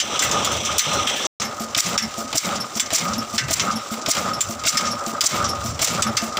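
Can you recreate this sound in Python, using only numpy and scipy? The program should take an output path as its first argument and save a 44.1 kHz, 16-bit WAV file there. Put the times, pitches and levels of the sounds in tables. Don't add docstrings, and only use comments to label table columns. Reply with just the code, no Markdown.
import sys
import numpy as np
from scipy import signal
from scipy.fft import rfft, irfft
from scipy.io import wavfile
from scipy.ndimage import uniform_filter1d

SR = 44100
rng = np.random.default_rng(int(sys.argv[2]) if len(sys.argv) > 2 else 0)


def to_linear_factor(level_db):
    exponent = np.asarray(level_db, float) / 20
    return 10 ** exponent


def master(y):
    cut = np.clip(np.atleast_2d(y).T, -1, 1)
    pcm = np.round(cut * 32767)
    wavfile.write(sys.argv[1], SR, pcm.astype(np.int16))


N = 281799

# start t/s, gas and valve-gear level/dB, pipe-note level/dB
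CYCLE_STARTS = [(-.385, -11, 0), (0.192, -8, 2), (0.769, -12, 0), (1.172, 0.5, -6), (1.748, 2.5, -2),
                (2.328, 2, -3.5), (2.905, 1.5, 1), (3.483, 1.5, -3), (4.061, 1.5, -3.5), (4.637, 1.5, -4),
                (5.214, 2, -3.5), (5.792, 2.5, -1.5), (6.370, 3.5, 0)]
# t/s in cycle, level/dB, lows and highs relative to the middle band, level/dB each
GAS_THROUGH_CYCLE = [(0, -35, 12, 14.5), (.018, -39.5, 6, 0.5), (.029, -19, -6.5, 11.5),
                     (.037, -25.5, 5.5, 14), (.046, -16.5, -12, 3), (.057, -13.5, -14, 6),
                     (.066, -26.5, -2, 3.5), (.12, -31, 2, 4.5), (.3, -44, 5.5, 4.5), (.42, -39, -3, 3),
                     (.445, -33.5, -3, 11), (.52, -41.5, -1.5, 0.5), (.577, -42, .5, 3)]
# t/s in cycle, level/dB, centre f/Hz, t60/s (time to fall by 60 dB), rise/s
VALVE_TICKS = [(-.001, -13, 3500, 0.015, .0027), (0.015, -24.5, 5450, 0.028, 0.0026),
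               (.024, -22.5, 6394, 0.044, .002), (.083, -35.5, 4540, .11, 0.0024),
               (0.227, -26, 5470, 0.097, .002), (.302, -37, 4998, .015, .0007),
               (.425, -29.5, 6470, 0.029, .0009), (.53, -33.5, 5500, 0.057, 0.0036)]
# t/s in cycle, f/Hz, level/dB
PIPE_NOTE = [(0.086, 143.2, -68), (0.101, 150.5, -36.5), (.15, 176.7, -35.5), (0.199, 192.5, -40),
             (.26, 219.6, -39), (.3, 225, -39.5), (0.359, 227.4, -64), (.4, 233.5, -76)]
# t/s in cycle, f/Hz, level/dB
PIPE_UNDERTONE = [(.17, 70.24, -66), (.2, 79.44, -37.5), (0.269, 105.1, -41.5), (.33, 130, -42.5),
                  (0.368, 140, -131)]
# t/s in cycle, level/dB, f/Hz, t60/s
CYCLE_THUDS = [(0.015, -17, 126, 0.071), (.022, -20, 296, 0.085), (.022, -18, 657, 0.15),
               (0.116, -23, 228, .15), (.185, -25, 221.5, .27), (.228, -22.5, 189, .04),
               (.27, -20.5, 219.8, 0.16), (0.431, -21, 224.3, 0.25), (.43, -31, 348.6, .24),
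               (.43, -28, 685, .2), (.495, -30, 256.5, .15)]
# t/s, level/dB, strongest f/Hz,
# lows and highs relative to the middle band, level/dB each
CLACK_EVENTS = [(.0004, -8, 3000, -2.5, -5), (.192, -5, 3480, -13, -3), (0.22, -19, 7340, 6, 13),
                (.3115, -14, 6440, -2, 1), (0.446, -12, 3180, -6, 5), (.515, -20.5, 6200, 1, 7),
                (.649, -17.5, 6070, -8, 2), (0.7813, -3, 5830, -6, 15.5), (0.793, -2.5, 3980, -0.5, 3),
                (.9306, -19.5, 5900, 1, 8), (1.07, -19, 3240, 4, 9), (1.1594, -25, 3160, 4, 10),
                (1.25, -18, 6140, -.5, -5), (1.4154, -19.5, 6260, 3.5, 3), (1.9773, -7.5, 5500, 2, 2),
                (2.768, -21, 5810, -1, -8), (2.797, -4, 7500, -2, 6), (3.3794, -9, 5360, 4, 0),
                (3.5954, -9, 5940, 1, -19), (4.4063, -6.5, 7300, -3.5, 8), (4.7713, -6, 5170, 0, 4),
                (4.8504, -24.5, 5570, 2, -8), (4.8678, -22, 5700, -13, -16), (5.2078, -5, 4900, -3.5, 11),
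                (5.443, -19, 5760, -9, -27), (5.658, -24, 5550, -12, 4), (6.022, -5, 7950, -2.5, 2),
                (6.1685, -7, 4820, 1, 3)]
# f/Hz, relative level/dB, t60/s
RIM_MODES = [(1546, -12.5, 0.34), (1750, -10.5, 0.39), (1976, -11, 0.35), (2147, -8, 0.35),
             (2700, -14, 0.41), (3010, -5, 0.14), (3500, 3.5, 0.096), (5500, -16, .14), (6130, 0.5, 0.18),
             (7140, 5, 0.059), (7100, 3, 0.053), (7680, -20, 0.021)]
# f/Hz, relative level/dB per Hz
BRIGHT_COLOUR = [(880, -7), (1500, -3), (1670, -6), (2100, -1.5), (2440, -2), (3840, -0.5), (4200, -2.5),
                 (5490, 1.5), (6630, -2.5), (7240, 1), (8240, -7.5), (9750, -17.5), (13500, -29),
                 (14900, -12), (16000, -25)]
# t/s, gear, rumble and wind level/dB each
RUNNING_LEVELS = [(0, -36, -33, -54), (.15, -26, -29.5, -42), (.45, -33, -33, -38.5), (.75, -26, -29, -33),
                  (1.0, -31, -33.5, -35.5), (1.26, -30, -29, -56), (1.41, -34, -35.5, -46),
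                  (2.2, -35, -37.5, -48.5), (3.0, -35.5, -38, -51), (3.55, -34.5, -38, -38),
                  (3.95, -32, -38.5, -56), (4.45, -31.5, -36, -40), (4.75, -31.5, -38.5, -55),
                  (5.2, -30, -35, -42), (5.6, -30, -36.5, -34), (6.05, -33, -36.5, -36),
                  (6.39, -30.5, -35.5, -50)]
# f/Hz, nominal width/Hz, relative level/dB
GEAR_MODES = [(1246, 127, -0.5), (575.3, 26, -8.5), (785, 26, -12)]
# f/Hz, relative level/dB per Hz
RUMBLE_COLOUR = [(24, -42), (40, -23), (151, -5.5), (227, 1), (422, 0.5), (567, 4), (1130, -0.5),
                 (1240, -8), (1440, -10), (2000, -11), (2600, -34), (4400, -120)]
# f/Hz, relative level/dB per Hz
WHIRR_COLOUR = [(880, -31), (1500, -5), (1920, -6.5), (2190, 4), (2370, 2), (3450, 8), (3810, 2.5),
                (4550, -8.5), (6000, 7.5), (6690, -7.5), (7460, -1.5), (10600, -25.5), (13500, -31),
                (14900, -16), (16000, -28)]
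# t/s, level/dB
WHIRR_LEVELS = [(0, -35), (.16, -26.5), (.37, -26.5), (.7, -27.5), (.9, -26.5), (1.05, -28.5),
                (1.12, -25.5), (1.19, -27.5), (1.27, -28)]
# start t/s, end t/s, f/Hz, level/dB
PULLEY_SQUEAKS = [(.865, 1.0, 4100, -34), (1.06, 1.16, 3240, -30), (.32, .39, 500, -34)]
# f/Hz, width/Hz, relative level/dB
CASTING_MODES = [(2230, 340, -2), (3360, 310, -10.5), (5550, 480, -6.5), (5970, 200, 2), (7360, 78, 1)]
# t/s in cycle, f/Hz, width/Hz,
# level/dB, t60/s
CYCLE_CHIRPS = [(.273, 5390, 130, -25, .14), (.273, 10700, 70, -37, .06), (.274, 12800, 50, -38, .07),
                (.135, 11600, 120, -42, .07), (.135, 12800, 120, -44, .07), (.426, 12700, 120, -44, .15),
                (.045, 2140, 70, -31, .08), (.108, 2120, 90, -32, .13), (.19, 1400, 60, -36, .12),
                (.135, 15200, 700, -42, .1), (.445, 15200, 700, -42, .08)]
# t/s in cycle, gear level/dB, rumble level/dB
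LOAD_SWELL = [(0, 1.5, 5.5), (.07, -3.5, 1.5), (.14, 1, 5), (.2, 4.5, 4), (.3, -0.5, 2), (.4, -3.5, -2),
              (.45, -3, -1), (.577, -4.5, -1.5)]

SILENCE_START_S, SILENCE_END_S = 1.268, 1.399
FAR_CYCLES = 3


def curve(rows, t):
    row_times, *columns = np.transpose(rows)
    return [np.interp(t, row_times, column) for column in columns]


def rms_one(x):
    return x / np.sqrt(np.mean(x ** 2) + 1e-20)


def coloured(colour):
    hz = np.arange(N // 2 + 1) * SR / N + 1
    colour_hz, colour_db = np.transpose(colour)
    gain = to_linear_factor(np.interp(np.log(hz), np.log(colour_hz), colour_db))
    noise = rfft(rng.standard_normal(N)) * gain
    return noise / np.sqrt(np.mean(irfft(noise, N) ** 2)), hz


def three_bands(colour):
    noise, hz = coloured(colour)
    low = 1 / (1 + (hz / 4300) ** 8)
    high = 1 / (1 + (9000 / hz) ** 8)
    return [irfft(noise * share, N) for share in (low, 1 - low - high, high)]


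def drift(rate_hz):
    r = np.exp(-2 * np.pi * rate_hz / SR)
    wander = signal.lfilter([1], [1, -2 * r, r * r], rng.standard_normal(N + SR))
    return rms_one(wander[SR:])


def resonance(x, hz, width_hz):
    r = np.exp(-np.pi * width_hz / SR)
    edge = (1 - r * r) / 2
    return signal.lfilter([edge, 0, -edge], [1, -2 * r * np.cos(2 * np.pi * hz / SR), r * r], x)


def ring(clicks, hz, t60):
    r = to_linear_factor(-60 / (t60 * SR))
    turn = 2 * np.pi * hz / SR
    return signal.lfilter([0, np.sin(turn)], [1, -2 * r * np.cos(turn), r * r], clicks + 1e-18)


def each_cycle(offset_s, db, spread_db):
    starts, strength_db, _ = np.transpose(CYCLE_STARTS)
    at = np.round((starts + offset_s) * SR).astype(int)
    size = to_linear_factor(db + strength_db + spread_db * rng.standard_normal(len(starts)))
    far = np.arange(len(starts)) < FAR_CYCLES
    heard = (at >= 0) & (at < N) & (far | (at > SILENCE_START_S * SR))
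    clicks = np.zeros(N)
    clicks[at[heard]] = size[heard]
    return clicks


def dying(clicks, t60, rise_s):
    r = to_linear_factor(-60 / (t60 * SR))
    rise = np.exp(-1 / (rise_s * SR))
    decay = signal.lfilter([1], [1, -r], clicks + 1e-18)
    return signal.lfilter([1 - rise], [1, -rise], decay)


def wind(wind_db):
    band = signal.butter(2, [65, 130], "band", fs=SR, output="sos")
    lumps = signal.sosfilt(band, rng.standard_normal(N))
    return rms_one(lumps) * to_linear_factor(wind_db + 4.4 * drift(3.8))


def rumble(rumble_db):
    return irfft(coloured(RUMBLE_COLOUR)[0], N) * to_linear_factor(rumble_db + 2.0 * drift(25))


def gears(gear_db):
    rattle = rng.standard_normal(N) * to_linear_factor(3.74 * drift(46))
    iron = np.zeros(N)
    for hz, width_hz, db in GEAR_MODES:
        once = resonance(rattle, hz, 2.13 * width_hz)
        twice = resonance(once, hz, 2.13 * width_hz)
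        iron += to_linear_factor(db) * rms_one(twice)
    mesh_hz = 1238 + 14 * drift(10.06)
    phase = 2 * np.pi * np.cumsum(mesh_hz) / SR
    whine = np.sqrt(2) * to_linear_factor(-3.5 + 3.6 * drift(21.6)) * np.sin(phase)
    return to_linear_factor(gear_db) * (iron + whine)


def running(t, age):
    gear_db, rumble_db, wind_db = curve(RUNNING_LEVELS, t)
    gear_load_db, rumble_load_db = curve(LOAD_SWELL, age)
    sway = drift(4.0)
    gear_db = gear_db + gear_load_db + 1.5 * sway
    rumble_db = rumble_db + rumble_load_db + 1.2 * sway
    return gears(gear_db) + rumble(rumble_db) + wind(wind_db)


def pulleys(t):
    out = irfft(coloured(WHIRR_COLOUR)[0], N) * to_linear_factor(curve(WHIRR_LEVELS, t)[0] + 2.0 * drift(40))
    for start, end, hz, db in PULLEY_SQUEAKS:
        fade = np.clip(np.minimum(t - start, end - t) / 0.0058, 0, 1)
        out += to_linear_factor(db) * fade * rms_one(resonance(rng.standard_normal(N), hz, 19.4))
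    slaps_per_s, slap_db = 14.0, -29
    slaps = (rng.random(N) < slaps_per_s / SR) * to_linear_factor(slap_db + 1.7 * rng.standard_normal(N))
    out += sum(three_bands(BRIGHT_COLOUR)) * dying(slaps, t60=0.067, rise_s=0.0036)
    return out * (t < SILENCE_START_S)


def clacks():
    bands = three_bands(BRIGHT_COLOUR)
    out = np.zeros(N)
    hz, mode_db, mode_t60 = np.transpose(RIM_MODES)[:, :, None]
    jangle = np.array([rms_one(resonance(rng.standard_normal(N), f, 39.0)) for f in hz[:, 0]])
    for s, db, peak_hz, low_db, high_db in CLACK_EVENTS:
        i = round(s * SR)
        t = np.arange(min(N - i, SR // 3)) / SR
        rise_s = 0.00021 * to_linear_factor(-0.89 * db)
        rise = 1 - np.exp(-t / rise_s)
        t60 = 0.037 - 0.0069 * db
        low, middle, high = (band[i:i + len(t)] for band in bands)
        burst = to_linear_factor(low_db) * low + middle + to_linear_factor(high_db) * high
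        burst = 0.52 * burst + 1.29 * resonance(burst, peak_hz, 410)
        crack = to_linear_factor(-60 * t / t60) + to_linear_factor(-31.5 - 60 * t / 0.42)
        chance_db = 2.5 * rng.standard_normal(hz.shape)
        strike_db = -19 + mode_db + 2.7 * low_db * (hz < 3000) + chance_db
        rim = np.sum(to_linear_factor(strike_db - 60 * t / mode_t60) * jangle[:, i:i + len(t)], axis=0)
        out[i:i + len(t)] += to_linear_factor(db) * rise * (crack * burst + rim)
    return out


def pipe(age, rows, rough_db):
    hz, db = curve(rows, age)
    phase = 2 * np.pi * np.cumsum(hz) / SR + 0.78 * drift(34)
    return np.sqrt(2) * to_linear_factor(db + rough_db * drift(29)) * np.sin(phase)


def pipe_notes(age, note_db, far):
    notes = pipe(age, PIPE_NOTE, rough_db=4.5) + pipe(age, PIPE_UNDERTONE, rough_db=3.0)
    notes = to_linear_factor(note_db) * notes
    boom = to_linear_factor(4.5) * resonance(notes, hz=237, width_hz=76)
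    return notes + ~far * boom


def thuds_and_puffs():
    out = np.zeros(N)
    for s, db, hz, t60 in CYCLE_THUDS:
        push = dying(each_cycle(s, db, spread_db=2.0), 0.82 / hz, rise_s=0.056 / hz)
        out += ring(push * 6 * hz / SR, hz, t60)
    return out


def valve_gear():
    bright = sum(three_bands(BRIGHT_COLOUR))
    out = np.zeros(N)
    for s, db, hz, t60, rise_s in VALVE_TICKS:
        colour = rms_one(resonance(bright, hz, 0.45 * hz) + 0.15 * bright)
        out += colour * dying(each_cycle(s, db, spread_db=4.5), t60, rise_s)
    for s, hz, width_hz, db, t60 in CYCLE_CHIRPS:
        whistle = rms_one(resonance(rng.standard_normal(N), hz, width_hz))
        out += whistle * dying(each_cycle(s, db, spread_db=2.5), t60, rise_s=0.0033)
    return out


def casting_clatter(low_db):
    clatter = np.zeros(N)
    for hz, width_hz, mode_db in CASTING_MODES:
        tap_size = to_linear_factor(1.5 * np.minimum(rng.exponential(1, N), 3))
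        taps = (rng.random(N) < 500 / SR) * tap_size * rng.choice([-1, 1], N)
        share_db = mode_db + low_db * (hz < 4300)
        clatter += to_linear_factor(share_db) * rms_one(resonance(taps + 1e-18, hz, width_hz))
    return clatter


def gas(age, strength_db):
    db, low_db, high_db = curve(GAS_THROUGH_CYCLE, age)
    low, middle, high = three_bands(BRIGHT_COLOUR)
    clumps_db = 2.0 * drift(110)
    hiss = to_linear_factor(low_db + 2.0 * drift(33)) * low
    hiss += to_linear_factor(2.0 * drift(25)) * middle
    hiss += to_linear_factor(high_db) * high
    return to_linear_factor(db + strength_db + clumps_db) * (hiss + to_linear_factor(-12.5) * casting_clatter(low_db))


def scene():
    t = np.arange(N) / SR
    starts, strength_db, note_db = np.transpose(CYCLE_STARTS)
    far = t < SILENCE_START_S
    current = np.searchsorted(starts, t, "right") - 1
    current[far] = np.minimum(current[far], FAR_CYCLES - 1)
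    age = t - starts[current]
    background = running(t, age) + pulleys(t)
    notes = pipe_notes(age, note_db[current], far)
    hits = clacks() + thuds_and_puffs() + valve_gear()
    return (background + notes + hits + gas(age, strength_db[current]))[None]


def limiter(x, top_db, share, release_db_s, ahead_s):
    t = np.arange(N) / SR
    level_db = 10 * np.log10(uniform_filter1d(x ** 2, size=88) + 1e-12)
    over_db = np.maximum(share, 0) * np.maximum(level_db - top_db, 0)
    held_db = np.maximum.accumulate(over_db + release_db_s * t) - release_db_s * t
    ahead = round(ahead_s * SR)
    early_db = np.concatenate([held_db[ahead:], np.zeros(ahead)])
    held_db = np.maximum(held_db, early_db)
    return to_linear_factor(-uniform_filter1d(held_db, size=ahead))


def top_cut(x):
    return signal.sosfilt(signal.butter(12, 16830, fs=SR, output="sos"), x)


def record(dry):
    t = np.arange(N) / SR
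    weak_bass = signal.butter(2, 70, "high", fs=SR, output="sos")
    x = signal.sosfilt(weak_bass, dry[0])
    low, high = x, x
    for _ in range(2):
        low = signal.sosfilt(signal.butter(4, 1050, "low", fs=SR, output="sos"), low)
        high = signal.sosfilt(signal.butter(4, 1050, "high", fs=SR, output="sos"), high)
    x = high + low * limiter(high, top_db=-18.5, share=1.125, release_db_s=198, ahead_s=0.004)
    x = x * limiter(x, top_db=-16.5, share=0.58, release_db_s=116, ahead_s=0.0097)
    sounding = (t < SILENCE_START_S) | (t > SILENCE_END_S)
    x = np.clip(x * sounding, -1, 1)
    treble_end = signal.cheby2(14, 40, 15900, fs=SR, output="sos")
    x = signal.sosfilt(treble_end, x)
    return top_cut(x[None])


dry = scene()
out = record(dry)
master(out)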